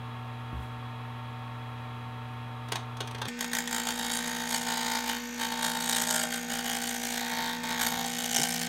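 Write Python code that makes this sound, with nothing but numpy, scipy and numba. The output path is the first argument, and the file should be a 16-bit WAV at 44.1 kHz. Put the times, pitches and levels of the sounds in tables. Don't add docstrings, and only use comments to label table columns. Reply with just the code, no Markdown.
import sys
import numpy as np
from scipy import signal
from scipy.fft import rfft, irfft
from scipy.io import wavfile
from scipy.ndimage import map_coordinates
from numba import njit

SR = 44100
rng = np.random.default_rng(int(sys.argv[2]) if len(sys.argv) > 2 else 0)


def file_out(sig):
    cols = np.atleast_2d(sig).T
    lim = np.clip(cols, -1, 1)
    pcm = np.round(lim * 32767).astype(np.int16)
    wavfile.write(sys.argv[1], SR, pcm)


N = 382788

FAST_FROM_S, SPINDLE_HZ, DRIVE_HZ = 3.277, 28.14, 151.1
SHOP_S = np.arange(2 * N - int(FAST_FROM_S * SR)) / SR
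PLAY_S = np.minimum(SHOP_S, (SHOP_S + FAST_FROM_S) / 2)
TURNS, SIZE = SPINDLE_HZ * SHOP_S, len(SHOP_S)

# frequency in Hz, level in dB.
HUM_TONES = [(28.14, -63.5), (84.42, -103), (119.91, -40.5), (239.83, -50), (359.74, -82)]
# multiple of DRIVE_HZ, level in dB.
DRIVE_HARMONICS = [(2, -66.5), (3, -60.5), (4, -62.5), (5, -54.5), (6, -51.5), (7, -59.5), (8, -60.5),
                   (9, -59.5)]
# frequency in Hz, level in dB.
MOTOR_WHISTLES = [(1677, -60.5), (2635, -71.5), (3289, -64.5), (4005, -71)]
# frequency in Hz, relative level in dB.
BEARING_SPECTRUM = [(20, -26), (42, -18), (70, 2.5), (170, -4.5), (350, -6), (600, -5.5), (850, -1.5),
                    (1150, -0.5), (1330, -1.5), (1480, -7.5), (2500, -8), (3500, -14), (4300, -21),
                    (5500, -28), (8000, -31.5), (12000, -31), (16000, -39)]
# frequency in Hz, width in Hz, lift in dB.
HOUSING_MODES = [(1104, 25, 9.8), (1270, 14, 3.7), (1855, 14, 9.8), (2475, 7.4, 11), (3340, 56, 11.6),
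                 (3860, 76, 8.8)]
# time in seconds, spindle thrum in dB, microphone handling in dB.
THRUM_AND_HANDLING = [(3.3, -60, -74), (3.9, -53, -69), (4.6, -54, -62), (5.3, -70, -79), (5.7, -51, -100),
                      (6.6, -52.5, -76), (7.9, -53, -59), (8.6, -44.5, -63)]
# start in seconds, level in dB, pitch in Hz,
# swell time in seconds at normal speed, relative rattle level in dB, rattle frequency in Hz.
BENCH_BUMPS = [(0.521, -33, 68.6, 0.049, -8.5, 297), (8.385, -37, 73.6, 0.042, 5.5, 189)]

# start in seconds, level in dB, treble against mids in dB.
EDGE_CATCHES = [(2.684, -38, -4), (2.7191, -21.5, -0.5), (2.755, -24, -4.5), (2.968, -43, 2.5),
                (3.0039, -23, -6.5), (3.073, -38, 2.5), (3.1093, -37, -2), (3.146, -30.5, -10),
                (3.181, -35, -9), (3.2154, -23, -6.5), (3.2518, -27.5, -9), (3.2832, -24.5, -14),
                (3.407, -20.5, -4.5), (3.4432, -23.5, -14), (3.532, -21.5, -5), (3.5497, -21.5, -1),
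                (3.567, -37, -6), (3.585, -22.5, 4), (3.674, -21, -19), (3.727, -27, -6),
                (3.8692, -24, -16), (3.8878, -31, -9), (3.9055, -25, -4), (8.6138, -24, 0)]
# frequency in Hz, relative level in dB.
CATCH_SPECTRUM = [(80, -15), (280, -3), (420, 7.5), (600, -7.5), (850, 2), (1400, -1), (2200, -2.5),
                  (3600, 3), (5000, -4.5), (7500, -10.5), (11000, -10), (16000, -19)]
RASP_SPECTRUM = [(50, -13), (120, -2.5), (300, -7), (600, -11), (760, -3), (1150, -2.5), (1330, -15),
                 (1600, -5), (2400, -5.5), (3000, -15), (5000, -19.5)]
CHIP_SPECTRUM = [(300, -34), (1500, -5), (2400, -1), (3100, 3), (4400, 4), (5000, -4), (6400, -8),
                 (7500, -14), (9000, -18.5)]
# frequency in Hz, width in Hz, lift in dB.
GOUGE_MODES = [(716, 310, 4), (922, 39, 4.5), (1243, 77, 5), (1338, 81, -12), (1612, 490, 5.5),
               (3020, 49, 0), (3280, 240, 3.5), (4630, 690, 1.5), (6180, 530, 8), (6700, 600, 2),
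               (8830, 550, 9)]
# frequency in Hz, width in Hz, weight in dB.
BED_MODES = [(309.1, 1.9, -9), (364, 10.3, -1), (402.3, 1.4, 13), (552.5, 12, -8)]
TAILSTOCK_MODES = [(530, 15, 0.5), (703, 23, -3), (811, 35, 1), (898, 31, 2), (1105, 93, -13),
                   (1631, 26, -0.5), (1880, 13, 3), (2275, 17, -16), (2575, 27, -4)]
BEVEL_MODES = [(3000, 380, -1.5), (3270, 280, 1), (6170, 800, -13)]
# frequency
# in Hz, width in Hz, weight in dB held loosely, weight in dB held firmly, dB added when dipped.
REST_MODES = [(322.7, 32, -3, -30.5, 34), (367, 72, 15, -23.5, 0), (394.7, 42, 9.5, -8.5, 6),
              (440, 42.4, -33, 15.5, -7.5)]
# frequency in Hz, width in Hz, lift in dB held loosely, and held firmly.
BLADE_RINGS = [(562, 29, -21, 18), (782, 22, 11, 1), (1010, 34, 8, 1.5), (1083, 28, -3, -2.5),
               (1142, 37, 10, -11), (1427, 48, 10.5, 7), (1570, 41, 2, 0), (1862, 130, -6, 4.5),
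               (2277, 21, 7, 7.5)]
# start in seconds, length in seconds, frequency in Hz, width in Hz, lift in dB.
SINGING_RINGS = [(3.5, 0.84, 3720, 150, 8.5), (3.848, 0.74, 5100, 130, 10), (3.905, 0.6, 1890, 70, 8.5),
                 (4.655, 0.52, 2480, 110, 8.5), (5, 0.72, 1420, 260, 4.5), (4.59, 0.39, 4000, 440, 4.5),
                 (4.45, 0.7, 2080, 260, 3), (7.1, 0.5, 1850, 120, 2.5), (5.4, 0.49, 2140, 130, 6),
                 (5.7, 0.63, 3960, 400, 4), (6.06, 0.31, 710, 72, 12), (6.45, 0.37, 580, 94, 4),
                 (7.164, 0.76, 820, 190, 4), (7.097, 0.32, 2050, 400, 2), (6.85, 0.73, 6500, 220, 4),
                 (7.75, 0.3, 5940, 300, 10), (8.198, 0.34, 3050, 190, 6), (8.295, 0.56, 2670, 167, 5.5)]
# time in seconds, firmness 0-1, dip of the tip 0-1.
HAND_GRIP = [(3.5, 0.68, 0), (4.0, 0.74, 0), (4.7, 0.77, 0.14), (5.45, 0.99, 0.76), (5.84, 0.83, 0.5),
             (5.95, 0.79, 0.67), (6.1, 0.9, 0.8), (6.22, 0.68, 0.86), (6.32, 0.55, 0.29), (7.0, 0.53, 0),
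             (7.2, 0.6, 0.05), (7.6, 1, 0), (8.03, 0.67, 0.2), (8.15, 0.43, 0)]
# time in seconds, delay in ms, relative level in dB.
HAND_REFLECTION = [(3.4, 1.16, -6), (4.7, 1.22, -17), (5.15, 1.02, -18), (5.5, .97, -19), (5.65, 1.1, -22),
                   (6.1, 1.2, -17), (6.4, 1.2, -14), (6.8, 1.17, -27), (7.1, 1.03, -15), (7.6, 1.03, -8),
                   (7.9, 1.05, -24)]
# start in seconds, angle of the first high spot in turns,
# its strength in dB, contact in turns, angle of the knock in turns, shaking of the bed in dB.
CUT_PLACES = [(0, .3, -25, 0.24, .6, -4.5), (3.91, 0.27, -3, 0.22, 0.57, 0.5),
              (4.471, 0.296, -1.5, 0.23, 0.4, -0.5), (5.4, 0.27, -2.5, 0.24, 0.39, 0.5),
              (6.228, 0.435, -2.5, 0.2, .72, 5), (7.2, 0.4, -0.5, 0.13, 0.81, 4),
              (7.781, 0.405, 0, 0.12, 0.62, 5)]
# start in seconds, length in seconds, then the drive of knock, rasp and chips in dB.
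GOUGE_PUSHES = [(3.369, 0.041, -45, -38, -38.5), (3.5, 0.072, -41.5, -33.5, -37),
                (3.688, 0.12, -40.5, -33.5, -35.5), (3.837, 0.044, -36.5, -31, -31),
                (3.952, 0.5, -40, -36.5, -40), (4.082, 0.079, -44, -35, -33),
                (4.472, 0.093, -35.5, -35, -31.5), (4.638, 0.36, -36, -34, -39),
                (5.04, 0.079, -37, -32.5, -37), (5.373, 0.071, -37, -33.5, -35.5),
                (5.47, 0.43, -37.5, -38.5, -41.5), (5.607, 0.096, -34, -35.5, -31.5),
                (5.775, 0.26, -38.5, -35, -31), (6.045, 0.18, -36, -36.5, -29.5),
                (6.285, 0.079, -45, -35, -33.5), (6.468, 0.096, -42, -32.5, -33.5),
                (6.623, 0.13, -39.5, -32.5, -31.5), (6.756, 0.18, -45, -36, -34),
                (6.982, 0.18, -45, -35.5, -35), (7.103, 0.24, -42, -34.5, -37), (7.29, 0.22, -37, -33, -39),
                (7.61, 0.43, -38.5, -33.5, -39), (7.768, 0.1, -37.5, -29.5, -29),
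                (8.038, 0.59, -48, -34.5, -32.5), (8.321, 0.12, -39.5, -29.5, -24.5),
                (8.454, 0.076, -44, -33.5, -27)]


def undb(db):
    return 10 ** (np.asarray(db) / 20)


def unit(x):
    return x / np.sqrt(np.mean(x ** 2))


def curves(table):
    times, *columns = np.transpose(table)
    return [np.interp(PLAY_S, times, column) for column in columns]


def shop_index(s):
    return int((s + max(s - FAST_FROM_S, 0)) * SR)


def walk(rate_hz):
    knots = rng.standard_normal(1024)
    return 1.2 * np.interp(SHOP_S * rate_hz, np.arange(len(knots)), knots)


def colour(x, spectrum, peaks, size=16384):
    freqs = np.maximum(np.arange(size // 2 + 1) * SR / size, 1)
    hz, db = np.transpose(spectrum)
    broad_db = np.interp(np.log(freqs), np.log(hz), db)
    peaks_db = sum(lift / (1 + (2 * (freqs - centre) / width) ** 2) for centre, width, lift in peaks)
    cepstrum = irfft(np.log(undb(broad_db + peaks_db)))[:size // 2]
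    cepstrum[0] = 0
    response = irfft(np.exp(rfft(2 * cepstrum, size)))[:size // 2]
    return signal.oaconvolve(x, response / np.linalg.norm(response))[:len(x)]


@njit
def sweep(x, hz, width):
    out, band_state, low_state = np.empty(len(x)), 0., 0.
    for i in range(len(x)):
        tuning, damping = np.tan(np.pi * hz[i] / SR), width[i] / hz[i]
        band = (band_state + tuning * (x[i] + 1e-18 - low_state)) / (1 + tuning * (tuning + damping))
        band_state = 2 * band - band_state
        low_state += 2 * tuning * band
        out[i] = damping * band
    return out


def resonate(x, hz, width):
    return sweep(x, hz * np.ones(len(x)), width * np.ones(len(x)))


def resonate_twice(x, hz, width):
    return resonate(resonate(x, hz, width), hz, width)


def surface(renewal):
    per_turn = int(SR / SPINDLE_HZ)
    fresh = rng.standard_normal((512, per_turn))
    spectra = rfft(signal.lfilter([1], [1, renewal - 1], fresh, axis=0)[::-1])
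    laps = irfft(spectra / np.abs(spectra), per_turn)
    return unit(laps.ravel()[(TURNS * per_turn).astype(int)])


def workshop(x, wall_db, tail_db, wall_s=0.0093, t60_s=0.26, build_s=0.009, dull_hz=3500):
    t = np.arange(SR // 2) / SR
    echoes = rng.standard_normal(len(t)) * np.exp(-np.log(1000) * t / t60_s) * (1 - np.exp(-t / build_s))
    echoes *= undb(tail_db) / np.linalg.norm(echoes)
    echoes[int(wall_s * SR)] += undb(wall_db)
    response = signal.lfilter(*signal.butter(1, dull_hz, fs=SR), echoes)
    response[0] += 1
    return signal.oaconvolve(x, response / np.linalg.norm(response))[:len(x)]


def handling():
    _, rumble_db = curves(THRUM_AND_HANDLING)
    return undb(rumble_db) * unit(resonate_twice(rng.standard_normal(SIZE), hz=52, width=22))


def motor(waver=0.00092, flutter_db=-0.04, rolling_db=-52, hiss_db=-48):
    hum = sum(undb(db) * np.sin(2 * np.pi * (hz * SHOP_S + rng.random())) for hz, db in HUM_TONES)
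    clock = np.cumsum(1 + waver * walk(5)) / SR
    tones = [(multiple * DRIVE_HZ, db) for multiple, db in DRIVE_HARMONICS] + list(MOTOR_WHISTLES)
    whine = sum(undb(db + flutter_db * walk(17)) * np.sin(2 * np.pi * (hz * clock + rng.random()))
                for hz, db in tones)
    rolling = undb(rolling_db) * surface(renewal=0.028) + undb(hiss_db) * rng.standard_normal(SIZE)
    return np.sqrt(2) * (hum + whine) + colour(rolling, BEARING_SPECTRUM, HOUSING_MODES)


def thrum(waver_db=1.5):
    thrum_db, _ = curves(THRUM_AND_HANDLING)
    return undb(thrum_db + waver_db * walk(3.2)) * np.sqrt(2) * np.sin(2 * np.pi * 3 * TURNS)


def bench_bumps():
    out, t = np.zeros(SIZE), np.arange(SR // 2) / SR
    for start, db, hz, swell_s, rattle_db, rattle_hz in BENCH_BUMPS:
        band = signal.butter(4, [rattle_hz / 2, rattle_hz * 1.16], "band", fs=SR, output="sos")
        rattle = unit(signal.sosfilt(band, rng.standard_normal(len(t)))) * np.exp(-t / swell_s)
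        swell = t / swell_s * np.exp((1 - (t / swell_s) ** 2) / 2)
        boom = swell * np.sin(2 * np.pi * hz * t)
        out[shop_index(start):][:len(t)] += undb(db) * (boom + undb(rattle_db) * rattle)
    return out


def sleeve(at_s=0.63, fade_s=0.063, db=-65, band_hz=(5500, 14000)):
    band = signal.butter(2, band_hz, "band", fs=SR, output="sos")
    rustle = unit(signal.sosfilt(band, rng.standard_normal(SIZE)))
    return undb(db) * np.exp(-np.abs(PLAY_S - at_s) / fade_s) * rustle


def catches(length_s=0.0084, entry_s=0.0014, gain_db=-2, treble_hz=3000):
    out, t = np.zeros(SIZE), np.arange(SR // 20) / SR
    highs = signal.butter(1, treble_hz, "high", fs=SR)
    burst = (1 - np.exp(-t / entry_s)) * np.exp(-(t / length_s) ** 4)
    for start, db, treble_db in EDGE_CATCHES:
        tear = rng.standard_normal(len(t)) * burst
        tear += (undb(treble_db) - 1) * signal.lfilter(*highs, tear)
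        out[shop_index(start):][:len(t)] += undb(db + gain_db) * tear
    return colour(out, CATCH_SPECTRUM, GOUGE_MODES)


def near_reflections(x, headstock_ms=2.67, headstock_db=-14):
    hand_ms, hand_db = curves(HAND_REFLECTION)
    delayed = lambda ms: map_coordinates(x, [np.arange(SIZE) - ms * SR / 1000], order=2)
    return x + undb(hand_db) * delayed(hand_ms) + undb(headstock_db) * delayed(headstock_ms)


def pressure(levels_db, ride_db, release_s, fade_db_per_s=0, attack_s=0.034, ride_from_s=3.39):
    gain = undb(ride_db) * (PLAY_S > ride_from_s)
    for (start, length, *_), db in zip(GOUGE_PUSHES, levels_db):
        span = slice(shop_index(start), shop_index(start + 1))
        age = PLAY_S[span] - start
        shape = np.minimum(age / attack_s, 1) * np.exp(-np.maximum(age - length, 0) / release_s)
        gain[span] = np.maximum(gain[span], shape * undb(db - fade_db_per_s * age))
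    return gain


def bite(angle, first_db, contact_turns, second_db=2, spacing_turns=0.26):
    dig = lambda turns, entry: (1 - np.exp(-turns / entry)) * np.exp(-(turns / contact_turns) ** 2)
    first = dig(angle, entry=0.0022)
    second = dig(np.maximum(angle - spacing_turns, 0), entry=0.0083)
    return undb(first_db) * first + undb(second_db) * second


def tailstock(blows, gain_db=-6):
    rings = sum(undb(db) * resonate_twice(blows, hz, 2 * width) for hz, width, db in TAILSTOCK_MODES)
    return undb(gain_db) * unit(rings)


def bevel(friction, gain_db=-15, waver_db=2.45):
    chirp = sum(undb(db) * resonate_twice(friction, hz, width) for hz, width, db in BEVEL_MODES)
    return undb(gain_db + waver_db * walk(1.504)) * unit(chirp)


def rest_and_bed(blows, grain, firmness, dip, bed_db, rest_db=11):
    force = unit(blows) + .23 * grain
    shares = np.array([undb(loose + (firm - loose) * firmness + dipped * dip)
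                       for _, _, loose, firm, dipped in REST_MODES])
    shares /= np.linalg.norm(shares, axis=0)
    rest = sum(share * resonate_twice(force, hz, width)
               for share, (hz, width, *_) in zip(shares, REST_MODES))
    bed = sum(undb(db) * resonate(force, hz, width) for hz, width, db in BED_MODES)
    return unit(undb(rest_db) * rest + undb(bed_db) * bed)


def blade(x, firmness, waver_db=1.3, move_hz=3.5, drift=0.012, swell_s=0.097, gain_db=-4.5):
    for hz, width, loose, firm in BLADE_RINGS:
        lift_db = loose + (firm - loose) * firmness + waver_db * walk(move_hz)
        x = x + (undb(lift_db) - 1) * resonate(x, hz * np.exp(drift * walk(move_hz)), width)
    for start, length, hz, width, db in SINGING_RINGS:
        span = slice(shop_index(start), shop_index(start + length))
        age = PLAY_S[span] - start
        swell = np.clip(np.minimum(age, length - age) / swell_s, 0, 1)
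        x[span] += (undb(db * swell) - 1) * resonate(x[span], hz, width)
    return undb(gain_db) * x


def chips(touch, depth, size_db=2.2, depth_db=2.6):
    sizes = np.minimum(rng.exponential(size=SIZE // 16 + 1), 3.5)
    snap_db = size_db * np.repeat(sizes, 16)[:SIZE] + depth_db * depth
    return unit(rng.standard_normal(SIZE) * undb(snap_db) * touch)


def rasp(grain, force, depth, blows, drag=.32, depth_db=1.5, chatter=0.055):
    rub = unit(grain * (force + drag) * undb(depth_db * depth))
    return unit(rub + chatter * unit(blows))


def cutting(knock_scatter_db=2, fresh_grain=.24, chip_drag=0.04, rasp_lag_turns=0.05, rasp_stretch=1.15):
    _, _, knock_db, rasp_db, chips_db = np.transpose(GOUGE_PUSHES)
    firmness, dip = curves(HAND_GRIP)
    place = np.searchsorted([row[0] for row in CUT_PLACES[1:]], PLAY_S)
    _, spot_angle, spot_db, contact, knock_angle, bed_db = np.array(CUT_PLACES)[place].T
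    lap, angle = np.divmod(TURNS - spot_angle + 1, 1)
    depth = np.clip(rng.standard_normal(512), -1.4, 1.4)[lap.astype(int)]
    once_a_turn = np.maximum(np.diff(np.floor(TURNS - knock_angle), prepend=0), 0)
    blows = once_a_turn * undb(knock_scatter_db * depth)
    grain = surface(renewal=.07) + fresh_grain * rng.standard_normal(SIZE)
    touch = bite(angle, spot_db, contact) + chip_drag
    rasp_force = bite((angle - rasp_lag_turns) % 1, spot_db, contact * rasp_stretch)

    knock = rest_and_bed(blows, grain, firmness, dip, bed_db) + tailstock(blows)
    knock *= pressure(knock_db, ride_db=-50, release_s=0.1)
    rasping = rasp(grain, rasp_force, depth, blows) * pressure(rasp_db, ride_db=-49, release_s=0.074)
    tearing = chips(touch, depth)
    tearing *= pressure(chips_db, ride_db=-51.5, release_s=0.058, fade_db_per_s=-1)
    chirp = bevel(grain * touch) * pressure(rasp_db, ride_db=-36, release_s=0.074)
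    wood = colour(rasping, RASP_SPECTRUM, GOUGE_MODES) + colour(tearing, CHIP_SPECTRUM, GOUGE_MODES)
    return knock, chirp + blade(wood, firmness)


def speed_up(x):
    split = int(FAST_FROM_S * SR)
    return np.concatenate([x[:split], signal.resample_poly(x[split:], 1, 2)])[:N]


def scene():
    knock, scrape = cutting()
    cut = workshop(near_reflections(scrape), wall_db=-11, tail_db=-8)
    background = motor() + handling() + thrum() + bench_bumps() + sleeve()
    snags = workshop(catches(), wall_db=-3, tail_db=-4)
    return speed_up(background + snags + knock + cut)[None]


def record(dry):
    return signal.sosfilt(signal.ellip(12, .2, 80, 15900, fs=SR, output="sos"), dry)


dry = scene()
out = record(dry)
file_out(out)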